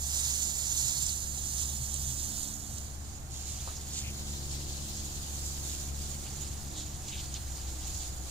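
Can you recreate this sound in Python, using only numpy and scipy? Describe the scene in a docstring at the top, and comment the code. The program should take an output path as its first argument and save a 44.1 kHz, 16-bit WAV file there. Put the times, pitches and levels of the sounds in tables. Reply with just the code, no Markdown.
"""Garden hose on mulch

A hose sprays fine water over a mulched bed beside a house wall: clicks of random drops over a smooth hiss.
The jet starts close on the right, swings away, sweeps to the left and comes back, drumming on leaves.
Fat drops smack as short noise bursts, and the gardener steps once: a thud with two ringing air pockets.
A far engine drones in overtones over a street rumble of filtered noise. Two microphone ports colour it all.
"""
import sys
import numpy as np
from scipy import signal
from scipy.fft import rfft, irfft, next_fast_len
from scipy.io import wavfile
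from scipy.ndimage import uniform_filter1d, map_coordinates

SR = 44100
rng = np.random.default_rng(int(sys.argv[2]) if len(sys.argv) > 2 else 0)


def dump_mix(stems):
    """Bounce the given channels to the path in sys.argv[1] as a 16-bit WAV at rate SR."""
    frames = np.atleast_2d(stems).T  # one column per channel
    limited = np.clip(frames, -1, 1)  # hard clip at full scale
    pcm = np.round(limited * 32767).astype(np.int16)
    wavfile.write(sys.argv[1], SR, pcm)


N = 366030
TIME = np.arange(N) / SR

# Leads count how many samples earlier the right port hears a sound; a negative lead favours the left.
# The spray, louder as the jet lands nearer or on the stone edging: time_s, level_db
SPRAY_LEVEL = [(0, -45), (.2, -38.5), (.38, -39.5), (.55, -41), (.77, -38), (1.08, -40.5), (1.29, -46.5),
               (1.64, -39), (1.85, -44.5), (2.38, -40.5), (2.56, -49), (2.7, -49.5), (2.79, -50),
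               (2.98, -58.5), (3.28, -61), (3.5, -50), (3.85, -51.5), (4.0, -50), (4.65, -53),
               (4.97, -49.5), (5.76, -46.5), (5.95, -51.5), (6.08, -49), (6.43, -49.5), (6.66, -54),
               (6.79, -51), (6.9, -51.5), (7.28, -52.5), (8.03, -50), (8.21, -54.5), (8.3, -50)]
# Where the jet lands: time_s, lead_samples, direct_share (0-1, before it is adjusted for pitch),
# splash_body_db (extra wet splash), splash_centre_hz
JET_AIM = [(0, 8, 0.95, 1, 4200), (.9, 8, 1, 2, 4300), (1.3, 9, 1, 1, 4300), (2.7, 11, 0.92, -1, 3700),
           (3.1, 7.5, 0.16, 7, 3300), (3.95, -4.5, 0.6, 2.5, 3080), (4.6, -11.5, 0.3, 6, 3996),
           (5.15, -10, 0.2, 2, 4300), (5.7, -4.5, 0.15, 2.5, 4470), (6.4, -1.5, 0.5, 2.5, 3600),
           (7.4, -1, 0.54, 3.5, 3199), (8.3, -2, 0.16, 3, 3700)]
# Tone colour of spray on mulch: frequency_hz, relative_level_db (per Hz)
MULCH_COLOUR = [(200, -20), (700, -3.5), (1500, -3.5), (4500, 5.5), (7000, 1.5), (10000, -1), (15500, -2.5)]
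# The jet crosses leaves: centre_s, level_db (before a 2.5 dB cut), half_length_s, centre_hz, width_octaves
LEAF_PATTERS = [(2.78, -51.5, 0.016, 4200, 0.58), (3.368, -49.5, 0.036, 4370, 0.77),
                (3.502, -48, 0.017, 5530, 0.9), (3.688, -55, 0.02, 3630, 0.21),
                (3.77, -50.5, 0.01, 5300, 0.24), (3.972, -43.5, 0.04, 4050, 0.71),
                (4.069, -45.5, 0.028, 2500, .28), (4.983, -49.5, 0.029, 4800, 0.53),
                (5.47, -48.5, .026, 6414, 0.72), (5.746, -52, 0.024, 3997, 0.58),
                (6.27, -52, 0.01, 2625, .3), (6.794, -48, 0.034, 3720, 0.26), (6.8, -52.5, .03, 6800, 0.37),
                (7.089, -46.5, 0.019, 3700, 0.74), (7.137, -44, 0.02, 2903, 0.36),
                (7.188, -46, 0.025, 3400, 0.52), (7.359, -44, 0.012, 3500, 0.52),
                (7.84, -54, .025, 3683, 0.57), (8.017, -53.5, 0.034, 4513, 0.62)]
# Fat drops smack on the edging and on leaves: start_s, level_db, centre_hz, width_octaves,
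# t60_s (time to fade by 60 dB), lead_samples
DROP_KNOCKS = [(1.0635, -31.5, 6900, 0.4, .025, 12), (1.091, -30, 4370, 0.22, 0.017, 6.5),
               (1.942, -24, 8060, 0.7, 0.003, 9), (2.538, -39, 7000, 0.42, 0.014, 13),
               (2.760, -46, 7320, .4, .014, 12), (2.7821, -41, 7600, 0.79, 0.018, 11),
               (3.4795, -43, 7000, .45, .015, 4), (3.7539, -45, 6000, .5, .02, 2),
               (3.935, -43, 7000, .45, .018, -1), (5.9728, -55, 7010, 0.43, .012, -5),
               (6.7136, -43, 4190, .35, .012, -1), (7.1259, -40, 3225, .25, 0.022, -1),
               (7.3405, -37.5, 5590, 0.3, 0.019, -2)]
# Air pockets plop under the wet sole: start_s, level_db, first_pitch_hz, last_pitch_hz, t60_s
SOLE_PLOPS = [(3.6744, -32, 480, 1300, .024), (3.686, -38, 950, 1278, 0.065)]
# A far engine runs evenly, then slows: time_s, firing_rate_hz, firing_tone_db
ENGINE_SPEED = [(0, 69.9, -39), (.22, 70.45, -37.5), (.5, 70.14, -44.5), (1.1, 70.35, -42.5),
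                (1.3, 70.3, -41), (2.03, 70.4, -39.5), (2.42, 70.9, -46), (2.62, 70.8, -53),
                (2.85, 70.65, -40), (3.15, 69.95, -48.5), (3.45, 70, -41.5), (3.8, 69.8, -45),
                (4.35, 70.04, -37.5), (4.8, 70.27, -42.5), (5.4, 69.88, -39), (6.6, 69.8, -41.5),
                (7.05, 68.8, -43.5), (7.45, 66.26, -39), (8.3, 64.05, -44)]
# How hard the engine works: time_s, load (0 idle, about 1 full)
ENGINE_LOAD = [(0, 0.018), (1.0, 0.37), (3.7, 0.14), (4.25, 1.16), (5.4, 0.83), (6.0, 0.9), (7.1, 0.71),
               (7.7, 0.0071), (8.3, 0.085)]
# Overtones of the firing rate: multiple, idle_db, full_load_db, slowing_gain_db (per Hz of slowing)
ENGINE_OVERTONES = [(2, -62.5, -49.5, 0.5), (3, -57, -51, -3), (4, -67, -60, -0.8), (5, -74, -60, 2)]
# Overtones near a pitch swell briefly: centre_s, half_length_s, centre_hz, swell_db (at that pitch)
HUM_SWELLS = [(1.0, 0.13, 140, 7.5), (1.81, 0.16, 205.7, 3.5), (2.42, 0.2, 267, 11.5), (4.05, 0.16, 205, 4),
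              (6.1, 0.19, 139.9, 3)]
# Tone colour of the street rumble: frequency_hz, relative_level_db (per Hz)
STREET_COLOUR = [(12, -1), (22, 2.5), (31, 2), (41, -1), (52, 1), (95, 0.5), (165, -9), (230, -12.5),
                 (320, -13.5), (450, -19), (620, -18), (760, -14), (950, -20.5), (1300, -22.5),
                 (1700, -24.5), (5000, -46), (15000, -41)]
# How alike the street sounds left and right: frequency_hz, likeness (0-1)
STREET_SAMENESS = [(20, 0.66), (150, 0.99), (280, 0.66), (500, 0.65), (750, 0.23), (1200, 0.064),
                   (4000, 0.072)]
# A low boom swells and fades in the traffic: time_s, level_db
BOOM_LEVEL = [(0, -47), (.9, -52.5), (2.05, -46), (2.5, -57), (3.8, -49.5), (5.1, -69), (7.15, -50.5),
              (7.8, -64), (8.3, -57)]
# A second, fainter hum comes and goes: time_s, level_db
FAINT_HUM_LEVEL = [(0, -70), (3.9, -74), (4.3, -62), (6.3, -62.5), (6.85, -55), (7.2, -69), (8.3, -63)]
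# Colour of the left microphone port: frequency_hz, gain_db
LEFT_PORT_COLOUR = [(100, -0.24), (300, -1.14), (1200, -0.8), (1900, -0.5), (4000, 5.5), (5200, 5.5),
                    (6000, 6), (7000, 2), (8000, 2.5), (10000, 2), (15500, 4.5)]
# Colour of the right microphone port: frequency_hz, gain_db
RIGHT_PORT_COLOUR = [(100, -2), (300, -2.5), (1700, -2), (4200, 0.5), (5000, 3.5), (6000, 10), (6500, 16.5),
                     (6900, 20), (7300, 18), (8000, 13), (9000, 11), (11000, 7.5), (15500, 3.5)]

# Left minus right level of the spray: with the jet straight ahead, and its change with the lead
SHADE_AHEAD_DB, SHADE_DB_PER_SAMPLE = -0.7, -0.37
SWAY_HZ = 4.0  # how fast the hand sways the jet
PATCH_DB = 1.4  # how strongly the clumps of water differ in colour
FRAME, HOP = 512, 128  # short-time spectrum (samples)
RASP_IDLE_DB, RASP_LOADED_DB = -72, -57.5  # rasp of the exhaust gas
STREET_DB, STREET_RISE_DB_PER_S = -45, 0.3261  # the rumble creeps up
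EDGE_HZ = 15600  # upper limit of the sound


def gain_of(db):
    """Turns decibels into a factor."""
    return 10 ** (np.asarray(db) / 20)


def evened(x):
    """Scales a sound to an average (rms) level of one."""
    return x / np.sqrt(np.mean(x ** 2) + 1e-20)


def read(points, hz):
    """Reads a spectrum table, joined by straight lines over log frequency."""
    f, value = np.transpose(points)
    return np.interp(np.log(hz + 1), np.log(f + 1), value)


def follow(rows, t=TIME):
    """Reads the columns of a time table at the times t."""
    s, *columns = np.transpose(rows)
    return [np.interp(t, s, c) for c in columns]


def coloured(x, gain):
    """Filters a sound by a gain that depends on frequency."""
    size = next_fast_len(x.shape[-1] + 2048)
    spectrum = rfft(x, size) * gain(np.fft.rfftfreq(size, 1 / SR))
    return irfft(spectrum, size)[..., :x.shape[-1]]


def hump(hz, centre_hz, octaves):
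    """A bell shape over log frequency."""
    return np.exp(-.5 * (np.log2((hz + 1) / centre_hz) / octaves) ** 2)


def wander(rate_hz):
    """A slow random drift with an rms of one."""
    return evened(coloured(rng.standard_normal(N), lambda hz: np.exp(-(hz / rate_hz) ** 2)))


def add(mix, s, sound):
    """Mixes in a stereo sound that starts at time s."""
    part = mix[:, max(round(s * SR), 0):][:, :sound.shape[1]]
    part += sound[:, :part.shape[1]]


def at_ports(x, lead):
    """A sound from one side reaches one port a few samples before the other."""
    n = np.arange(len(x))
    return np.array([map_coordinates(x, [n + side * lead / 2], order=5) for side in (-1, 1)])


def drops(size, per_s, spread_db, mist):
    """Tiny random impacts over the smooth hiss of mist; spread_db makes their strengths uneven."""
    strength = gain_of(spread_db * np.minimum(rng.exponential(1, size), 5.5))
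    falls_now = rng.random(size) < per_s / SR
    clicks = strength * rng.choice([-1, 1], size) * falls_now
    return evened(evened(clicks) + mist * rng.standard_normal(size))


def spray(sway_db=0.66, flutter_db=0.79, wall_db=-6.0, wall_close_db=-8.0,
          blur_hz=6340.0, scatter_hz=3961.0, mist_hz=12200.0, mist_lag=0.4):
    """Drops land under the jet, some strike the wall on the other side, and strays fall all around."""
    jet, wall = (drops(N, per_s=5500, spread_db=2.5, mist=0.84) for place in range(2))
    strays = np.array([drops(N, per_s=4500, spread_db=1.0, mist=1.0) for port in range(2)])
    lead, closeness = follow(JET_AIM)[:2]
    # the wall is heard less while the jet lands close by
    wall_gain = gain_of(wall_db + wall_close_db * closeness)
    aimed = at_ports(jet, lead) + wall_gain * at_ports(wall, -lead)
    aimed = aimed / np.sqrt(1 + wall_gain ** 2)

    hz, t, (near, around) = signal.stft([aimed, strays], SR, nperseg=FRAME, noverlap=FRAME - HOP)
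    hz = hz[:, None]
    direct, body_db, splash_hz = follow(JET_AIM, t)[1:]
    # the wet patch is wide, so short waves lose their direction
    direct = np.clip(direct, 0, 1) ** (hz / scatter_hz)
    direct = direct / np.sqrt(1 + np.square(hz / blur_hz) ** 2)
    water = np.sqrt(direct) * near + np.sqrt(1 - direct) * around

    # the jet breaks into clumps, each with a colour of its own
    patches = uniform_filter1d(rng.standard_normal((len(t), len(hz))), size=10, axis=0)
    patches = evened(uniform_filter1d(patches, size=7, axis=1))
    # the hand sways the jet
    spray_db = follow(SPRAY_LEVEL)[0] + sway_db * wander(SWAY_HZ)
    # the finest mist hangs in the air and follows quick surges less
    jet_db = np.interp(t, TIME, spray_db)
    surge_db = jet_db - uniform_filter1d(jet_db, size=170)
    hang_db = -mist_lag * surge_db * hump(hz, mist_hz, 0.25)
    splash_db = body_db * hump(hz, splash_hz, 1.0)
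    water *= gain_of(read(MULCH_COLOUR, hz) + splash_db + PATCH_DB * patches.T + hang_db)
    water = evened(signal.istft(water, nperseg=FRAME, noverlap=FRAME - HOP)[1][:, :N])

    # the balance between the ports follows the jet from side to side
    shade_db = np.array([[.75], [-.25]]) * (SHADE_AHEAD_DB + SHADE_DB_PER_SAMPLE * lead)
    return water * gain_of(spray_db + flutter_db * wander(24.0) + shade_db)


def leaves(scatter=0.38, clump_db=0.3):
    """Sparser drops drum on foliage in clumps as the jet passes over it."""
    out, clumps = np.zeros((2, N)), gain_of(clump_db * wander(42))
    t = np.arange(-SR // 5, SR // 5) / SR
    for s, db, half_s, centre_hz, octaves in LEAF_PATTERS:
        lead = follow(JET_AIM, s)[0]
        hit, *around = (drops(len(t), per_s=1100, spread_db=0.0, mist=0.53) for path in range(3))
        patter = at_ports(hit, lead) + scatter * np.array(around)
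        patter = evened(coloured(patter, lambda hz: hump(hz, centre_hz, octaves)))
        swell = np.exp(-.5 * (t / half_s) ** 2)
        add(out, s + t[0], gain_of(db - 2.5) * patter * swell)
    return out * clumps


def knocks(rise_share=0.064, scatter=1.0):
    """Fat drops strike as noise with a quick rise and no ring; longer blows start more slowly."""
    out, t = np.zeros((2, N)), np.arange(SR // 4) / SR
    for s, db, centre_hz, octaves, t60, lead in DROP_KNOCKS:
        noise = at_ports(rng.standard_normal(len(t)), lead)
        noise = noise + scatter * rng.standard_normal((2, len(t)))
        blow = evened(coloured(noise, lambda hz: hump(hz, centre_hz, octaves)))
        rise = 1 - np.exp(-t / (rise_share * t60))
        add(out, s, blow * gain_of(db - 60 * t / t60) * rise)
    return out


def footstep(rise_s=0.00048, glide_s=0.0015, lead=9.7,
             thud_db=-42.0, thud_hz=563.0, thud_octaves=0.97, thud_t60=.13):
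    """The sole thuds on wet ground; each air pocket rings, its pitch leaping up as it shrinks."""
    out, t = np.zeros((2, N)), np.arange(SR // 8) / SR
    rise = 1 - np.exp(-t / rise_s)
    thud = evened(coloured(rng.standard_normal(len(t)), lambda hz: hump(hz, thud_hz, thud_octaves)))
    thud = thud * rise * gain_of(thud_db - 60 * t / thud_t60)
    add(out, SOLE_PLOPS[0][0], at_ports(thud, lead))
    for s, db, from_hz, to_hz, t60 in SOLE_PLOPS:
        hz = to_hz + (from_hz - to_hz) * np.exp(-t / glide_s)
        ring = np.sin(2 * np.pi * np.cumsum(hz) / SR)
        add(out, s, at_ports(ring * rise * gain_of(db - 60 * t / t60), lead))
    return out


def engine(waver_db=1.0, overtone_waver_db=1.5, lead=12.0, rasp_hz=400.0, swell_octaves=0.25):
    """A far exhaust: a firing tone, overtones that change with load and waver in the air, and a gas rasp."""
    hz, firing_db = follow(ENGINE_SPEED)
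    load, = follow(ENGINE_LOAD)
    unsteady_hz = hz * (1 + 0.0022 * wander(3.5))
    angle = 2 * np.pi * np.cumsum(unsteady_hz) / SR
    drone = gain_of(firing_db + waver_db * wander(4.6)) * np.cos(angle)
    # as the engine slows, each overtone slides onto or off a resonance of the pipe
    slowing_hz = hz.max() - hz
    for k, idle_db, loaded_db, db_per_hz in ENGINE_OVERTONES:
        db = idle_db + load * (loaded_db - idle_db) + db_per_hz * slowing_hz
        for s, half_s, centre_hz, swell_db in HUM_SWELLS:
            nearness = hump(k * hz.max(), centre_hz, swell_octaves)
            db = db + swell_db * nearness * np.exp(-.5 * ((TIME - s) / half_s) ** 2)
        drone += gain_of(db + overtone_waver_db * wander(7.5)) * np.cos(k * angle)
    # the rasp puffs with each firing and grows with load
    puffs = rng.standard_normal((2, N)) * (1 + 0.33 * np.cos(angle))
    rasp = evened(coloured(puffs, lambda f: hump(f, rasp_hz, 0.85)))
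    rasp_db = RASP_IDLE_DB + load * (RASP_LOADED_DB - RASP_IDLE_DB)
    # the root of two makes the tone levels rms levels
    return at_ports(np.sqrt(2) * drone, lead) + gain_of(rasp_db) * rasp


def street(lead=9.5):
    """Far traffic: noise that is most alike in both ports in the bass and diffuse higher up."""
    def likeness(hz):
        """Share of the sound that both ports have in common."""
        return np.clip(read(STREET_SAMENESS, hz), 0, 1)
    shared = coloured(at_ports(rng.standard_normal(N), lead), lambda hz: np.sqrt(likeness(hz)))
    apart = coloured(rng.standard_normal((2, N)), lambda hz: np.sqrt(1 - likeness(hz)))
    rumble = evened(coloured(shared + apart, lambda hz: gain_of(read(STREET_COLOUR, hz))))
    return rumble * gain_of(STREET_DB + STREET_RISE_DB_PER_S * TIME)


def narrow_band(levels, centre_hz, octaves):
    """A narrow band of traffic noise, unsteady because so few frequencies beat together."""
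    db, = follow(levels)
    return gain_of(db) * evened(coloured(rng.standard_normal(N), lambda hz: hump(hz, centre_hz, octaves)))


def causal(db):
    """Gain and phase of a cavity with this spectrum: it leads below a resonance and lags above it."""
    log_gain = np.log(gain_of(db))
    # mirror the spectrum into a full circle of frequencies
    circle = np.concatenate([log_gain, log_gain[-2:0:-1]])
    return np.exp(np.conj(signal.hilbert(circle)))[:len(db)]


def scene():
    """Mixes the water, the footstep and the neighbourhood."""
    water = spray() + leaves() + knocks()
    boom = narrow_band(BOOM_LEVEL, centre_hz=126.0, octaves=0.092)
    faint_hum = narrow_band(FAINT_HUM_LEVEL, centre_hz=309.5, octaves=0.019)
    return water + footstep() + engine() + street() + boom + faint_hum


def record(dry):
    """Each port rings with its own resonance, which also shifts its phase; then the treble is cut off."""
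    def ports(hz):
        """Response of the left and right port."""
        return np.array([causal(read(port, hz)) for port in (LEFT_PORT_COLOUR, RIGHT_PORT_COLOUR)])
    heard = coloured(dry, ports)
    low_pass = signal.firwin(1023, EDGE_HZ, window=("kaiser", 9), fs=SR)
    return signal.oaconvolve(heard, low_pass[None], "same")


dry = scene()
out = record(dry)
dump_mix(out)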